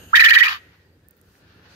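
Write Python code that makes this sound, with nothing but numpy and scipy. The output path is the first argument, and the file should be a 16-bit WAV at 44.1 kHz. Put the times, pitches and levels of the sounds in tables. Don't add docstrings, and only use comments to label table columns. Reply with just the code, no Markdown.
import sys
import numpy as np
from scipy import signal
from scipy.fft import rfft, irfft, next_fast_len
from scipy.io import wavfile
from scipy.ndimage import uniform_filter1d, minimum_filter1d, map_coordinates

SR = 44100
rng = np.random.default_rng(int(sys.argv[2]) if len(sys.argv) > 2 else 0)


def convert_level_to_amplitude(level_db):
    exponent = np.asarray(level_db, float) / 20
    return 10 ** exponent


def store_wav(level_fs):
    pcm = np.round(np.clip(np.atleast_2d(level_fs), -1, 1) * 32767)
    wavfile.write(sys.argv[1], SR, pcm.T.astype(np.int16))


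N = 77175
T = np.arange(N) / SR

# [f/Hz, width/Hz, level/dB]
INSECTS = [(1550, 350, -66), (2900, 310, -57.5), (6650, 500, -61), (8600, 680, -62), (12000, 1400, -60.5)]
INSECTS_END_S, INSECTS_FADE_DB_PER_S = 0.65, 20
# [t/s, traffic level/dB, flock level/dB]
AROUND = [
    [(0.0, -42, -53.5), (0.082, -50, -60.5), (0.12, -51.5, -54)],
    [(0.62, -56.5, -61), (1.01, -59.5, -73.5), (1.75, -52.5, -57)],
]
# [f/Hz, level/dB]
TRAFFIC = [(15, -51.5), (25, -26.5), (92, 4.5), (114, -8.5), (173, -4.5), (202, -10), (491, -12.5),
           (603, -19.5), (1100, -30.5), (1430, -55.5), (2420, -120)]
# [f/Hz, level/dB]
FLOCK = [(410, -24.5), (700, -10), (1200, -8), (1600, -1.5), (2100, -10.5), (2720, -9), (3330, -12),
         (4490, -11.5), (7000, -28), (9100, -56), (15400, -120)]
FLOCK_PATCH_DB = .8
# [f/Hz, level/dB]
SHUFFLE = [(500, 2), (1000, -6), (3000, -9), (4500, 0), (5500, -6), (12000, -19)]
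SHUFFLE_S, SHUFFLE_DB = 1.69, -60
# [f/Hz, level/dB]
LEAVES = [(5000, -6), (8000, -5), (13000, -6), (16000, -10)]
LEAVES_DB = -76.5
# [from t/s, to t/s, level/dB]
LULL = (0.86, 1.14, -2)
# [from t/s, to t/s, level/dB]
GUST = (1.283, 1.4, -71)
# [f/Hz, correlation]
ALIKE = [(100, .99), (300, .94), (640, .6), (1400, .2), (3000, 0)]
# [from t/s, to t/s, f/Hz, end f/Hz, level/dB]
MURMURS = [(1.002, 1.216, 1680, 1910, -73), (1.098, 1.3, 1380, 1450, -73), (1.279, 1.75, 1480, 1420, -70),
           (1.42, 1.751, 1754, 1716, -67), (1.46, 1.75, 2750, 2696, -74.5), (0.838, .96, 4830, 4730, -75)]

# [t/s, level/dB, f/Hz, L-R level/dB]
TICKS = [
    (1.0857, -43, 11820, -22),
    (1.1095, -42, 12000, -17),
    (1.1681, -56, 15340, -9.5),
    (1.1772, -57, 12000, -13),
    (1.2142, -45, 10200, -14.5),
]
# [t/s, level/dB, f/Hz, L-R level/dB]
TAPS = [
    (1.2444, -62, 1648, -2),
    (1.286, -55, 1487, 1),
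    (1.3531, -51, 1846, -8.5),
    (1.4778, -53.5, 2686, 1),
    (1.5959, -48, 1477, 1.5),
]
TOUCH_S = .0001

# [peak t/s, level/dB, swell/s, f/Hz]
WHISTLES = [(0.134, -11, .003, 1826), (0.141, -6.5, 0.0071, 1840), (0.15, -1, 0.0022, 1863),
            (.180, -2, 0.0031, 1830), (0.2152, -6.5, 0.0051, 1964), (0.2253, -1, 0.0034, 1840),
            (0.2726, 0, .004, 1850), (0.3152, -4, 0.0058, 1874), (0.3229, -1, 0.0028, 1879),
            (.365, -14, 0.0066, 1980), (0.371, -2, 0.0053, 1843), (0.3782, -3.5, 0.00082, 1996),
            (0.409, -11, 0.004, 1797), (0.418, -7.5, 0.0031, 1870), (.425, -1.5, 0.007, 1904),
            (.438, -16, .004, 1997), (0.444, -15, 0.00067, 1934), (0.468, -17, 0.0041, 1860)]
START_S, START_HZ, START_GLIDE_S, END_S = .131, 1186, .019, 0.595
ONSET_S, FADE_SHARE, DROOP_HZ = .0025, 0.31, 106

# [break t/s, length/s, level/dB, top of arch f/Hz]
RASPS = [
    (.153, 0.02, -13, 3714),
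    (.197, 0.014, -11.5, 4053),
    (.240, 0.025, -12, 3848),
    (.286, .027, -15, 4110),
    (.333, .031, -17.5, 3710),
    (.380, .033, -20, 3475),
    (.428, 0.042, -21, 3280),
    (.479, 0.086, -22, 3100),
]
SLIDE_S, SLIDE_DB, SLIDE_HZ = 0.0011, 3.8, 2377
ARCH_SHARE, ARCH_DB, HOLD_DB = .74, -10, -21.5
RASP_RISE_S, RASP_FALL_S, RASP_SAG_DB, LAST_SAG_DB = 0.0015, 0.003, 3, 17
STEADY, FLUTTER_HZ, SCATTER_HZ = .35, 36.9, 254.4
OCTAVE_DB, FIFTH_HZ, FIFTH_DB = -38, 5397, -19
UNDER_HZ, UNDER_SINKS_HZ, UNDER_DB, UNDER_LEAD_S = 1394, 1197, -18, 0.0033
LUMP_DB, SUNK_SHARE = 3.5, .12

# [t/s, half length/s, level/dB, f/Hz, glide/(Hz per ms)]
SQUEAKS = [(.140, 0.0065, -30.5, 928, 7.5), (.158, 0.0011, -5, 3600, 0.5),
           (.166, 0.0057, -14.5, 3154, -14.5), (.1975, 0.0017, -10.5, 2423, 20.5),
           (.203, 0.0093, -19.5, 2750, 10.5), (.205, 0.0026, -14, 4068, 0), (.219, 0.0023, -26.5, 3896, -9),
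           (.240, 0.0012, -12, 2516, 22.5), (.243, 0.0015, -12.5, 2935, 19.5),
           (.249, 0.0036, -23.5, 2490, -38.5), (.249, .004, -23, 4188, -4.5),
           (.259, .004, -10.5, 3200, -60), (.265, 0.0016, -23.5, 3256, -27.5), (.287, .002, -14, 2400, 31),
           (.293, .004, -17, 4103, 1.5), (.298, .004, -23, 2450, 4.5), (.308, 0.0041, -15, 3064, 79),
           (.334, 0.0029, -12.5, 2298, 35.5), (.345, 0.005, -23, 4038, -1), (.354, 0.0035, -14, 3085, -63),
           (.381, 0.0015, -13.5, 2306, 50), (.386, 0.0014, -19.5, 3570, 19),
           (.401, 0.013, -24, 3232, -31.5), (.430, 0.0029, -20.5, 2328, 47.5),
           (.450, .0015, -22.5, 2246, -5.5), (.466, 0.006, -18.5, 2407, 7), (.483, 0.0016, -12.5, 2710, 17),
           (.483, .002, -32, 4730, -6.5),
           (.159, 0.0013, -19, 1830, 6), (.164, .0015, -17, 1880, 7), (.171, .002, -17.5, 1750, -10.5),
         (.191, 0.0024, -20, 1470, -20), (.192, 0.0023, -22, 1910, 3), (.206, .002, -18, 1810, 1),
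         (.235, .003, -24.5, 1400, -5.5), (.247, 0.0012, -20.5, 1861, -30), (0.257, 0.0018, -18, 1791, -54),
         (0.264, .0015, -19, 1827, -31), (.341, .002, -21.5, 1950, 5.5), (.357, 0.0058, -17, 1520, 2),
         (.391, .003, -20.5, 1940, 4.5), (0.546, 0.01, -37.5, 1194, -2.5)]
SQUEAK_LIFT_DB, SQUEAK_OCTAVE_DB = 2, -28

# [f/Hz, level/dB]
THROAT = [(700, -34), (1830, 1), (2750, -7.5), (3300, -13), (4050, -14), (7000, -28.5), (9000, -33.5),
          (15700, -32.5)]
# [f/Hz, level/dB]
SLACK = [(290, -67.5), (500, -33.5), (1190, -2), (2080, -5), (3170, -2.5), (6800, -29), (9080, -45.5),
         (10600, -33), (15700, -36.5)]
LEAK_DB, PULSE_HZ, PULSE_DB, APART_HZ = -11, 1580, 2, 6000

# [delay t/s, left level/dB, right level/dB]
WALLS = [(.0006, -18.5, -20.5), (.0013, -6, -4.5), (.0024, -13, -20), (.0041, -10, -10.5),
         (.0068, -14.5, -8.5), (0.012, -12.5, -8.5)]
# [f/Hz, T60/s]
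MESH_T60 = [(1000, 0.0057)]
# [f/Hz, level/dB]
MESH_DB = [(1500, -4), (9000, -4.5)]
# [f/Hz, T60/s]
YARD_T60 = [(500, 0.55), (2000, 1), (4000, .8), (12000, .5)]
YARD_DB, BIRD_DB = -33.5, -3.2
# [f/Hz, L-R level/dB]
LEFT_OVER = [(700, 7.5), (1400, -1.5), (1900, 0.07), (2400, 1), (3300, 5.5), (4500, 9.5), (9000, -4.5),
             (13000, -5)]
LEFT_LAG_S = -.00009
# [f/Hz, width/Hz, level/dB]
PORT = [
    (12200, 890, 2.5),
    (7660, 320, -6.5),
    (9980, 1600, -5.5),
]
TOP_HZ, CEILING, LOOK_S = 15780, 1.005, .002


def unit(x):
    return x / np.sqrt(np.mean(x ** 2) + 1e-20)


def along(points, hz):
    f, v = np.transpose(points)
    return np.interp(np.log(hz + 1), np.log(f + 1), v)


def closed(points, hz):
    octaves_out = np.log2(np.maximum((hz + 1) / points[-1][0], points[0][0] / (hz + 1)).clip(1))
    return convert_level_to_amplitude(along(points, hz) - 27 * octaves_out)


def wobble(rate):
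    return map_coordinates(rng.standard_normal(int(N * rate / SR) + 4), [T * rate])


def step(s, width):
    return .5 + .5 * np.tanh((T - s) / width)


def bump(s, before, after):
    return np.exp(-.5 * ((T - s) / np.where(T < s, before, after)) ** 2)


def sine(hz):
    return np.sin(2 * np.pi * np.cumsum(hz) / SR)


def filtered(x, response):
    m = next_fast_len(N + 8192)
    return irfft(rfft(x, m) * response(np.fft.rfftfreq(m, 1 / SR)), m)[..., :N]


def tail(x, t60, wait):
    hz, t, z = signal.stft(rng.standard_normal((2, SR)), SR, nperseg=128)
    wash = signal.istft(z * convert_level_to_amplitude(-60 * t / along(t60, hz)[:, None]), SR, nperseg=128)[1]
    late = np.pad(x, ((0, 0), (round(wait * SR), 0)))
    return signal.fftconvolve(late, wash / np.linalg.norm(wash[0]), axes=1)[:, :N]


def rush(spectrum, patchy_db):
    z = signal.stft(rng.standard_normal((2, N)), nperseg=512)[2]
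    field = uniform_filter1d(rng.standard_normal(z.shape[1:]), size=4, axis=0)
    field = uniform_filter1d(field, size=10, axis=1)
    pair = signal.istft(z * convert_level_to_amplitude(patchy_db * unit(field)), nperseg=512)[1][:, :N]

    def response(hz):
        turn = np.arccos(np.clip(along(ALIKE, hz), -1, 1)) / 2
        return closed(spectrum, hz) * np.array([np.cos(turn), np.sin(turn)])

    mid, side = filtered(pair, response)
    return np.array([mid + side, mid - side]) / np.std(mid)


def insects():
    def bands(f):
        return sum(convert_level_to_amplitude(d) * np.exp(-((f - hz) / w) ** 2) * np.sqrt(SR / w / 1.2) for hz, w, d in INSECTS)

    fade = convert_level_to_amplitude(-INSECTS_FADE_DB_PER_S * T) * (1 - step(INSECTS_END_S, 0.097))
    return fade * filtered(rng.standard_normal((2, N)), bands)


def traffic_and_flock():
    s, *db = np.transpose(AROUND[0] + AROUND[1])
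    hum, flock = [convert_level_to_amplitude(np.interp(T, s, d)) for d in db]
    shuffle = convert_level_to_amplitude(SHUFFLE_DB) * step(SHUFFLE_S, .015) * rush(SHUFFLE, patchy_db=1.5)
    traffic = hum * rush(TRAFFIC, patchy_db=-2.16)
    rustle = flock * convert_level_to_amplitude(1.7 * wobble(39)) * rush(FLOCK, patchy_db=FLOCK_PATCH_DB)
    return traffic + rustle + shuffle


def leaves():
    start, end, db = LULL
    lull_db = db * step(start, .04) * (0.5 - step(end, .02))
    start, end, db = GUST
    gust = convert_level_to_amplitude(db) * step(start, 0.045) * (1 - step(end, 0.014))
    return (convert_level_to_amplitude(LEAVES_DB + lull_db) + gust) * rush(LEAVES, patchy_db=2.16)


def murmurs():
    out = np.zeros((2, N))
    for port in out:
        for start, end, hz, end_hz, db in MURMURS:
            level = convert_level_to_amplitude(db + 4.2 * wobble(45.05)) * step(start, .015) * (1 - step(end, .015))
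            port += level * sine(np.interp(T, [start, end], [hz, end_hz]) + 45 * wobble(78))
    return out


def feet(rows, t60, spread, gain_db):
    out, t = np.zeros((2, N + 2000)), np.arange(2000) / SR
    envelope = convert_level_to_amplitude(-60 * t / t60) * (1 - np.exp(-t / TOUCH_S))
    for s, db, hz, pan_db in rows:
        modes = np.clip(hz * np.exp(spread * rng.standard_normal((2, 9, 1))), 0, 15300)
        ring = np.sin(2 * np.pi * modes * t).sum(1) * envelope
        out[:, round(s * SR):][:, :2000] += convert_level_to_amplitude(db + gain_db + pan_db * np.array([[.5], [-.5]])) * ring
    return out[:, :N]


def throat_air(slack):
    pulses = (rng.random(N) < PULSE_HZ / SR) * convert_level_to_amplitude(PULSE_DB * rng.standard_normal(N))
    air = unit(pulses - pulses.mean()) + 0.27 * rng.standard_normal(N)
    air = air + 1.5 * filtered(rng.standard_normal((2, N)), lambda f: 1 / (1 + (APART_HZ / (f + 1)) ** 6))
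    tense, loose = [unit(filtered(air, lambda f: closed(shape, f))) for shape in (THROAT, SLACK)]
    return (1 - slack) * tense + slack * loose


def squeaks_and_blips():
    out = np.zeros(N)
    for c, w, db, hz, glide in SQUEAKS:
        path = hz + np.clip(1000 * glide * (T - c), -600, 600) + 25 * wobble(250)
        level = convert_level_to_amplitude(db + SQUEAK_LIFT_DB + 0.65 * wobble(250)) * bump(c, w, w)
        out += level * (sine(path) + convert_level_to_amplitude(SQUEAK_OCTAVE_DB) * sine(2 * path))
    return out


def whistles():
    s, _, _, hz = np.transpose(WHISTLES)
    start_glide = np.clip(1 - (T - START_S) / START_GLIDE_S, 0, 1)
    rest = np.interp(T, s, hz) - (hz[0] - START_HZ) * start_glide
    clean = sum(convert_level_to_amplitude(d) * bump(c, w, FADE_SHARE * w) for c, d, w, _ in WHISTLES)
    droop = sum(-DROOP_HZ * (T - c) / w * bump(c, w, w) for c, d, w, _ in WHISTLES[3:])
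    return rest, clean, droop


def breaks(rest):
    arch, rasp, slide, dip = np.zeros((4, N))
    for k, (c, length, db, top_hz) in enumerate(RASPS):
        u = np.clip((T - c) / length, 0, 1)
        up = (SLIDE_HZ - rest) * step(c - .0015, SLIDE_S) + (top_hz - SLIDE_HZ) * step(c + .006, .002)
        arch += up * (1 - np.minimum(u / ARCH_SHARE, 1) ** 2.9)
        gate = step(c + 0.0019, RASP_RISE_S) * (1 - step(c + length, RASP_FALL_S))
        sag_db = LAST_SAG_DB if k == len(RASPS) - 1 else RASP_SAG_DB
        rasp += convert_level_to_amplitude(db - sag_db * u) * gate
        slide += convert_level_to_amplitude(db + SLIDE_DB) * bump(c, 0.004, 0.0013)
        if k > 0:
            dip += convert_level_to_amplitude(db) * bump(c - UNDER_LEAD_S, 0.0036, 0.0049)
    return arch, rasp, slide, dip


def quail():
    rest, clean, droop = whistles()
    arch, rasp, slide, dip = breaks(rest)
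    effort = np.interp(T, [r[0] for r in RASPS] + [END_S], [convert_level_to_amplitude(r[2]) for r in RASPS] + [convert_level_to_amplitude(-39.5)])
    ragged, slack = np.clip(rasp / effort, 0, 1), step(.47, 0.036)
    tense_rasp = rasp * (1 - slack)

    pitch = rest + droop + arch + STEADY * FLUTTER_HZ * wobble(160) + SCATTER_HZ * ragged * wobble(700)
    level = clean + slide + convert_level_to_amplitude(ARCH_DB) * tense_rasp * convert_level_to_amplitude(6.3 * wobble(300))
    tone = level * (sine(pitch) + convert_level_to_amplitude(OCTAVE_DB) * sine(2 * pitch))
    tone += convert_level_to_amplitude(HOLD_DB + 9.5 + LUMP_DB * wobble(220)) * tense_rasp * sine(rest + 120 * wobble(260))

    under_hz = UNDER_HZ + (UNDER_SINKS_HZ - UNDER_HZ) * slack + 60 * wobble(200)
    under = dip + SUNK_SHARE * slack * effort + .3 * rasp
    tone += convert_level_to_amplitude(UNDER_DB + 14.0 + LUMP_DB * wobble(150)) * under * sine(under_hz)
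    tone += squeaks_and_blips()
    tone += convert_level_to_amplitude(FIFTH_DB + 2.3 * wobble(180)) * rasp * sine(FIFTH_HZ + 300 * wobble(120))

    breath = rasp + convert_level_to_amplitude(LEAK_DB) * effort * step(.145, .008)
    on = step(START_S + ONSET_S, ONSET_S) * (1 - step(END_S, 0.011))
    return on * (tone + breath * throat_air(slack))


def cage(x):
    side = np.array([[1], [-1]])
    s, *db = np.transpose(WALLS)

    def planks(f):
        echo = 1 + convert_level_to_amplitude(np.array(db)) @ np.exp(-2j * np.pi * np.outer(s, f)) * side
        return np.exp(-1j * np.pi * f * side * LEFT_LAG_S) * echo

    near = filtered(x, planks)
    near = near + filtered(tail(x, MESH_T60, 0.001004), lambda f: convert_level_to_amplitude(along(MESH_DB, f)))
    shaded = filtered(near, lambda f: convert_level_to_amplitude(side * along(LEFT_OVER, f) / 2))
    return shaded + convert_level_to_amplitude(YARD_DB) * tail(x, YARD_T60, 0.016)


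def limited(x):
    span = round(LOOK_S * SR)
    need = CEILING / np.maximum(np.abs(x).max(0), CEILING)
    gain = uniform_filter1d(minimum_filter1d(need, size=2 * span), size=span)
    return np.clip(x * gain, -1, 1)


def scene():
    bird = cage(convert_level_to_amplitude(BIRD_DB) * quail())
    claws = feet(TICKS, 0.0047, 0.18, -6.5) + feet(TAPS, 0.013, 0.095, -16.5)
    background = insects() + traffic_and_flock() + leaves() + murmurs()
    return bird + claws + background


def roll_off(x):
    return signal.sosfilt(signal.butter(12, 16480, fs=SR, output="sos"), x)


def record(dry):
    def ports(f):
        bumps_db = sum(db * np.exp(-((f - hz) / w) ** 2) for hz, w, db in PORT)
        return convert_level_to_amplitude(bumps_db) * np.clip((TOP_HZ - f) / 150, 0, 1)

    mix = limited(filtered(dry, ports))
    return roll_off(mix)


dry = scene()
out = record(dry)
store_wav(out)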